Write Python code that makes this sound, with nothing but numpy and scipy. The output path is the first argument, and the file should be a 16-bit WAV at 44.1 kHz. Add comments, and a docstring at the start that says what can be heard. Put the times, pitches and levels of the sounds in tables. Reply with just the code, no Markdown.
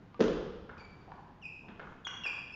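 """A sports hall with a table tennis rally, heard by one distant microphone.
The ball clicks and rings on bats and table, each blow a set of decaying modes plus a short shell click.
Soles squeak in short, mostly falling chirps built from partials; a stamp booms and slaps on the sprung floor.
The hall carries these sounds on for about a second as echoes and decaying noise.
Beneath lie a floor rumble, a shudder of the microphone stand and low ventilation, all shaped noise."""
import sys
import numpy as np
from scipy import signal
from scipy.fft import rfft, irfft
from scipy.io import wavfile

SR = 44100
rng = np.random.default_rng(int(sys.argv[2]) if len(sys.argv) > 2 else 0)


def undo_db(level):
    """Turn decibels back into plain size, where 20 dB means ten times bigger."""
    steps = np.asarray(level, float) / 20
    return 10 ** steps


def int16_out(signal):
    """Quantize to a 16-bit WAV file."""
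    q = np.round(np.clip(np.atleast_2d(signal).T, -1, 1) * 32767)
    wavfile.write(sys.argv[1], SR, q.astype(np.int16))


N = 112455  # length in samples

# Bat strikes ball. Each row: start in seconds, level of the blade in dB, its pitch in Hz, level of its
# upper modes in dB, level of the click in dB, longest ring of any mode in seconds (60 dB decay).
BAT_STROKES = [(0.1446, -50.5, 1194, -24, -42.5, 0.12), (1.118, -47.5, 858.7, 1.5, -45.5, 0.15),
               (2.069, -36.5, 1220, 0.5, -32.5, 0.013)]
# Modes of the blade. Each row: ratio to its pitch, mean level in dB, longest 60 dB decay in seconds.
BLADE_MODES = [(1.0, -1.5, .3), (.9, -7, 0.023), (1.1, 2.5, 0.04), (1.26, 2, 0.025), (1.66, 2.5, 0.021),
               (2.05, 0.5, .012), (2.5, -9.5, .01)]
# Ball meets table. Each row: start in seconds, level of the table top in dB, level of the click in dB.
TABLE_BOUNCES = [(.693, -40, -38.5), (1.795, -37, -43), (2.253, -35, -40.5)]
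# Modes of the table top. Each row: frequency in Hz, mean level in dB, 60 dB decay in seconds.
TABLE_MODES = [(453, -7.5, 0.027), (720, 0.5, 0.006), (1090, 3.5, 0.0058), (1227, -0.5, 0.015),
               (1422, -2.5, 0.016), (1715, -1.5, 0.01), (2160, -16, 0.017), (3100, -7.5, 0.0029)]
# Click of the ball's thin shell at every contact. Each row: frequency in Hz, relative level in dB per Hz.
SHELL_COLOUR = [(300, -41.5), (600, -15.5), (1000, 13.5), (1800, -12.5), (2400, -2.5), (3500, -12.5),
                (5000, -12.5), (8000, -48.5)]
# Squeaks, each a list of points. Each row: time in seconds, slip rate in Hz, level in dB,
# level of its octave in dB.
SQUEAK_PATHS = [
    [(.780, 2520, -58.5, -78), (.792, 2326, -79, -70), (.802, 2255, -64.5, -64.5), (.825, 2353, -70, -82),
     (.850, 2297, -62.5, -76), (.895, 2346, -93, -85)],
    [(1.417, 3040, -68, -88), (1.422, 2947, -71, -80), (1.427, 2786, -52.5, -71), (1.433, 2743, -61.5, -72),
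     (1.440, 2487, -50.5, -72.5), (1.451, 2475, -58.5, -72), (1.456, 2589, -42.5, -69),
     (1.466, 2476, -55, -78.5), (1.482, 2372, -58.5, -77)],
    [(2.046, 3685, -65, -84), (2.051, 3333, -44.5, -65), (2.066, 3235, -46, -78), (2.070, 3283, -48, -60.5),
     (2.074, 2940, -51, -53), (2.079, 2830, -46, -55), (2.083, 2790, -49, -60), (2.086, 2670, -58, -63.5)],
    [(2.236, 2900, -46, -76), (2.241, 2728, -45, -56.5), (2.252, 2686, -42.5, -63),
     (2.259, 2586, -47.5, -67), (2.265, 2456, -35, -55), (2.273, 2403, -40.5, -62),
     (2.278, 2410, -40.5, -49.5), (2.283, 2295, -69, -62)],
    [(2.520, 2480, -63, -77), (2.535, 2667, -52, -64), (2.549, 2603, -50, -63)],
]
# Feet on the floor. Each row: time of full weight in seconds, level of the thud in dB,
# level of the sole's slap in dB, length of the push in seconds, top of the slap in Hz.
FOOTSTEPS = [(0.2039, -22, -15, 0.0011, 11700), (0.776, -60.5, -40.5, 0.0018, 11840),
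             (1.683, -42, -34, 0.0036, 3970), (2.255, -52.5, -42, 0.0025, 4000)]
# Modes of the sprung floor. Each row: frequency in Hz, mean level in dB, 60 dB decay in seconds.
FLOOR_MODES = [(146.5, -11, 0.099), (204.7, -0.5, 0.05), (245, -3.5, 0.11), (295, -6, 0.1),
               (314, 1.5, 0.086), (380.2, 0.5, 0.062), (417.8, 4, 0.061), (499.2, 3.5, 0.037),
               (629, -6, 0.047), (714, -0.5, 0.0056), (1058, -28, 0.018)]
# Colour of the slap. Each row: frequency in Hz, relative level in dB per Hz.
SLAP_COLOUR = [(500, 4), (1000, 3.5), (1600, 7), (2200, -7.5), (3200, -2), (4200, -11), (6000, -10.5),
               (8000, -25)]
# Faint scuffs of a sole. Each row: start in seconds, level in dB, pitch in Hz.
SOLE_SCUFFS = [(1.078, -39, 831), (1.635, -40, 958)]
# Colour of the shaken microphone stand. Each row: frequency in Hz, relative level in dB per Hz.
STAND_COLOUR = [(18, -6), (30, 6), (60, 3), (95, -18), (130, -27), (300, -70)]
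# Floor rumble as the players move about. Each row: time in seconds, mean level in dB.
SHUFFLE_LEVEL = [(1.2, -84), (1.55, -62), (1.9, -56), (2.05, -64.5), (2.3, -57.5), (2.55, -63.5)]
# Colour of that rumble. Each row: frequency in Hz, relative level in dB per Hz.
RUMBLE_COLOUR = [(25, -5), (60, -10), (140, -1), (250, -9.5), (450, -12.5), (900, -43)]
# Colour of the ventilation. Each row: frequency in Hz, relative level in dB per Hz.
AIR_COLOUR = [(12, -17), (20, -2.5), (181, 4), (430, -6), (593, -11.5), (778, -10), (1480, -15),
              (2820, -24.5), (3190, -25.5), (6530, -39), (7390, -38), (9610, -61), (16300, -120)]
# Decay of the hall. Each row: frequency in Hz, 60 dB decay in seconds.
HALL_DECAY = [(60, 3.6), (170, 0.72), (400, 0.85), (900, 1.36), (1900, 0.96), (3500, 1.224), (7000, 0.68)]
# Early reflections. Each row: delay in seconds, level in dB before the source's own echo trim.
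WALL_ECHOES = [(.004, -1.5), (0.019, -5), (0.033, -8), (0.075, -6.5), (0.125, -14)]

CLICK_LEAD_S = 64 / SR  # a click peaks this long after its first sample


def at_hz(points, hz):
    """Reads a table on a log-frequency axis."""
    table_hz, value = np.array(points)[:, 0], np.array(points)[:, 1]
    return np.interp(np.log(np.maximum(hz, 1)), np.log(table_hz), value)


def coloured(x, spectrum):
    """Shapes a sound with the spectrum and sets its rms to 1."""
    gain = undo_db(at_hz(spectrum, np.fft.rfftfreq(len(x), 1 / SR)))
    y = irfft(rfft(x) * gain, len(x))
    return y / np.std(y)


def wander(rate_hz, size):
    """Smooth chance, spread about 1: straight lines between random knots at the given rate."""
    knots = rng.standard_normal(size // 20 + 3)
    return np.interp(np.arange(size) * rate_hz / SR, np.arange(len(knots)), knots) * 1.2


def add(out, s, sound):
    """Mixes a sound in at a time in seconds."""
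    i = int(s * SR)
    out[i:i + len(sound)] += sound[:max(N - i, 0)]


def dull(x, cut_hz):
    """Low-pass that takes the edge off a sound."""
    sos = signal.butter(3, min(cut_hz, .45 * SR), fs=SR, output="sos")
    return signal.sosfilt(sos, x)


def click(spectrum):
    """One short pulse with a smooth given spectrum, centred on sample 64; peak 1."""
    n = np.arange(1024)
    fade_in = np.minimum(n / 64, 1) ** 2
    y = coloured(1.0 * (n == 64), spectrum) * fade_in
    return y / np.abs(y).max()


def struck(modes, contact_s, spread_db=1.5):
    """A short push sets all modes ringing, neighbours in opposite phase, with new strengths each time."""
    t = np.arange(SR // 2) / SR
    rings = np.zeros(len(t))
    for k, (hz, db, t60) in enumerate(modes):
        level = db + spread_db * rng.standard_normal() - 60 * t / max(t60, .002)
        rings += (-1) ** k * undo_db(level) * np.sin(2 * np.pi * hz * t)
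    push = np.hanning(int(contact_s * SR) + 3)  # a few samples more than the contact
    return np.convolve(rings, push / push.sum())


def bats():
    """Hard short contacts ring the blade, its upper modes weighted stroke by stroke, under a shell click."""
    out = np.zeros(N)
    for s, db, pitch_hz, upper_db, click_db, ring_s in BAT_STROKES:
        modes = [(ratio * pitch_hz, mode_db + upper_db * (i > 0), min(t60, ring_s))
                 for i, (ratio, mode_db, t60) in enumerate(BLADE_MODES)]
        add(out, s, undo_db(db) * struck(modes, 0.00049, spread_db=2.5))
        add(out, s - CLICK_LEAD_S, undo_db(click_db) * dull(click(SHELL_COLOUR), 4500))
    return out


def bounces():
    """The ball knocks the table top, whose modes ring briefly under a dulled shell click."""
    out = np.zeros(N)
    for s, db, click_db in TABLE_BOUNCES:
        add(out, s, undo_db(db) * struck(TABLE_MODES, 0.00011))
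        add(out, s - CLICK_LEAD_S, undo_db(click_db) * dull(click(SHELL_COLOUR), 2000))
    return out


def squeaks():
    """Rubber sticks and slips at a gliding rate: a fluttering tone, its octave, a faint third partial, grit."""
    third_db, grit_db = -23, -29  # both against the tone
    jitter_share, flutter_db, fade_s = 0.007, 2.0, 0.0012
    out, size = np.zeros(N), SR // 8
    for rows in SQUEAK_PATHS:
        s, hz, db, octave_db = np.transpose(rows)
        jitter, flutter = wander(349, size), wander(293, size)
        t = s[0] + np.arange(size) / SR
        slip_hz = np.interp(t, s, hz) * (1 + jitter_share * jitter)
        phase = 2 * np.pi * np.cumsum(slip_hz) / SR
        grit = undo_db(grit_db) * np.diff(rng.standard_normal(size + 1))
        tone = undo_db(np.interp(t, s, db)) * (np.sin(phase) + undo_db(third_db) * np.sin(3 * phase) + grit)
        octave = undo_db(np.interp(t, s, octave_db)) * np.sin(2 * phase)
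        fade_out = np.clip((s[-1] - t) / fade_s + 1, 0, 1)
        add(out, s[0], np.sqrt(2) * (tone + octave) * undo_db(flutter_db * flutter) * fade_out)
    return out


def feet():
    """The heel touches, then the whole sole comes down: the floor booms, the soles slap and scuff."""
    heel_lead_s, heel_db = .011, -10.5
    rasp_db, rasp_t60_s = -30, .02
    booms, slaps = np.zeros(N), np.zeros(N)
    t = np.arange(1024) / SR - CLICK_LEAD_S
    for s, thud_db, slap_db, push_s, top_hz in FOOTSTEPS:
        for when, db in [(s - heel_lead_s, heel_db), (s, 0)]:
            noise = coloured(rng.standard_normal(len(t)), SLAP_COLOUR)
            rasp = undo_db(rasp_db - 60 * t / rasp_t60_s) * (t > 0) * noise
            slap = dull(dull(click(SLAP_COLOUR) + rasp, top_hz), top_hz)
            add(booms, when, undo_db(thud_db + db) * struck(FLOOR_MODES, push_s, spread_db=0.5))
            add(slaps, when, undo_db(slap_db + 2 * db) * slap)  # the heel cut counts twice for the slap
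    for s, db, hz in SOLE_SCUFFS:
        add(slaps, s, undo_db(db) * struck([(hz, 0, 0.012)], 0.001))
    return booms, slaps


def hall(x, direct_db, echo_db=0, build_s=0.0013):
    """Direct sound, scattered wall echoes, then diffuse noise that builds up and dies band by band."""
    t = np.arange(3 * SR // 2) / SR
    white = rng.standard_normal((2, len(t)))
    edges = 30 * 2 ** np.arange(0, 8.6, .5)  # half-octave bands in Hz
    tail = np.zeros(len(t))
    for k, (lo, hi) in enumerate(zip(edges, edges[1:])):
        band = signal.butter(2, [lo, hi], "band", fs=SR, output="sos")
        decay = undo_db(-60 * t / at_hz(HALL_DECAY, np.sqrt(lo * hi)))
        tail += signal.sosfilt(band, white[k % 2]) * decay  # neighbours use different noise
    reply = undo_db(-28.5) * tail * (1 - np.exp(-t / build_s))
    reply[0] += undo_db(direct_db)
    for s, db in WALL_ECHOES:
        scatter_t60_s = 0.0089 + .25 * s  # later echoes are more smeared
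        burst = rng.standard_normal(SR // 20) * undo_db(-60 * t[:SR // 20] / scatter_t60_s)
        add(reply, s, undo_db(db + echo_db) * burst / np.linalg.norm(burst))
    return signal.fftconvolve(x, reply)[:N]


def stand():
    """The stamp shakes the microphone stand: low noise that swells slowly and dies away."""
    late_s, rise_s, t60_s = .02, 0.076, 1.1
    t = np.maximum(np.arange(N) / SR - FOOTSTEPS[0][0] - late_s, 0)
    swell = undo_db(-40 - 60 * t / t60_s) * (1 - np.exp(-t / rise_s))
    return swell * coloured(rng.standard_normal(N), STAND_COLOUR)


def shuffle():
    """Feet shifting on the floor: low noise whose level follows a path and wanders in lumps."""
    s, db = np.transpose(SHUFFLE_LEVEL)
    level = np.interp(np.arange(N) / SR, s, db) + 3.0 * wander(13, N)
    return undo_db(level) * coloured(rng.standard_normal(N), RUMBLE_COLOUR)


def ventilation():
    """Moving air: low-heavy noise with a slightly patchy level."""
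    level = -57 + 1.5 * wander(5.82, N)
    return undo_db(level) * coloured(rng.standard_normal(N), AIR_COLOUR)


def scene():
    """Players and ball through the hall, over the shuffle, the stand and the ventilation."""
    air = ventilation()
    booms, slaps = feet()
    # bats and squeaks arrive plainly, with weaker wall echoes and a slower-building hall tail
    mix = hall(bats() + squeaks(), direct_db=4, echo_db=-3, build_s=0.019)
    mix += hall(booms, direct_db=4)  # floor boom arrives plainly
    mix += hall(slaps, direct_db=-3)  # sole slaps are partly screened
    # the table top faces the microphone; bounces get stronger wall echoes
    mix += hall(bounces(), direct_db=-0.5, echo_db=1.5)
    return (mix + shuffle() + stand() + air)[None]


def top_cut(x):
    """Nothing passes above the cut-off."""
    return signal.sosfilt(signal.butter(12, 15700, fs=SR, output="sos"), x)


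def record(dry):
    """A narrow audio link cuts the treble steeply; a trace of hiss remains."""
    link = signal.butter(N=18, Wn=7070, fs=SR, output="sos")  # low-pass edge in Hz
    hiss = undo_db(-94.5) * rng.standard_normal(dry.shape)
    return top_cut(signal.sosfilt(link, dry) + hiss)


dry = scene()
out = record(dry)
int16_out(out)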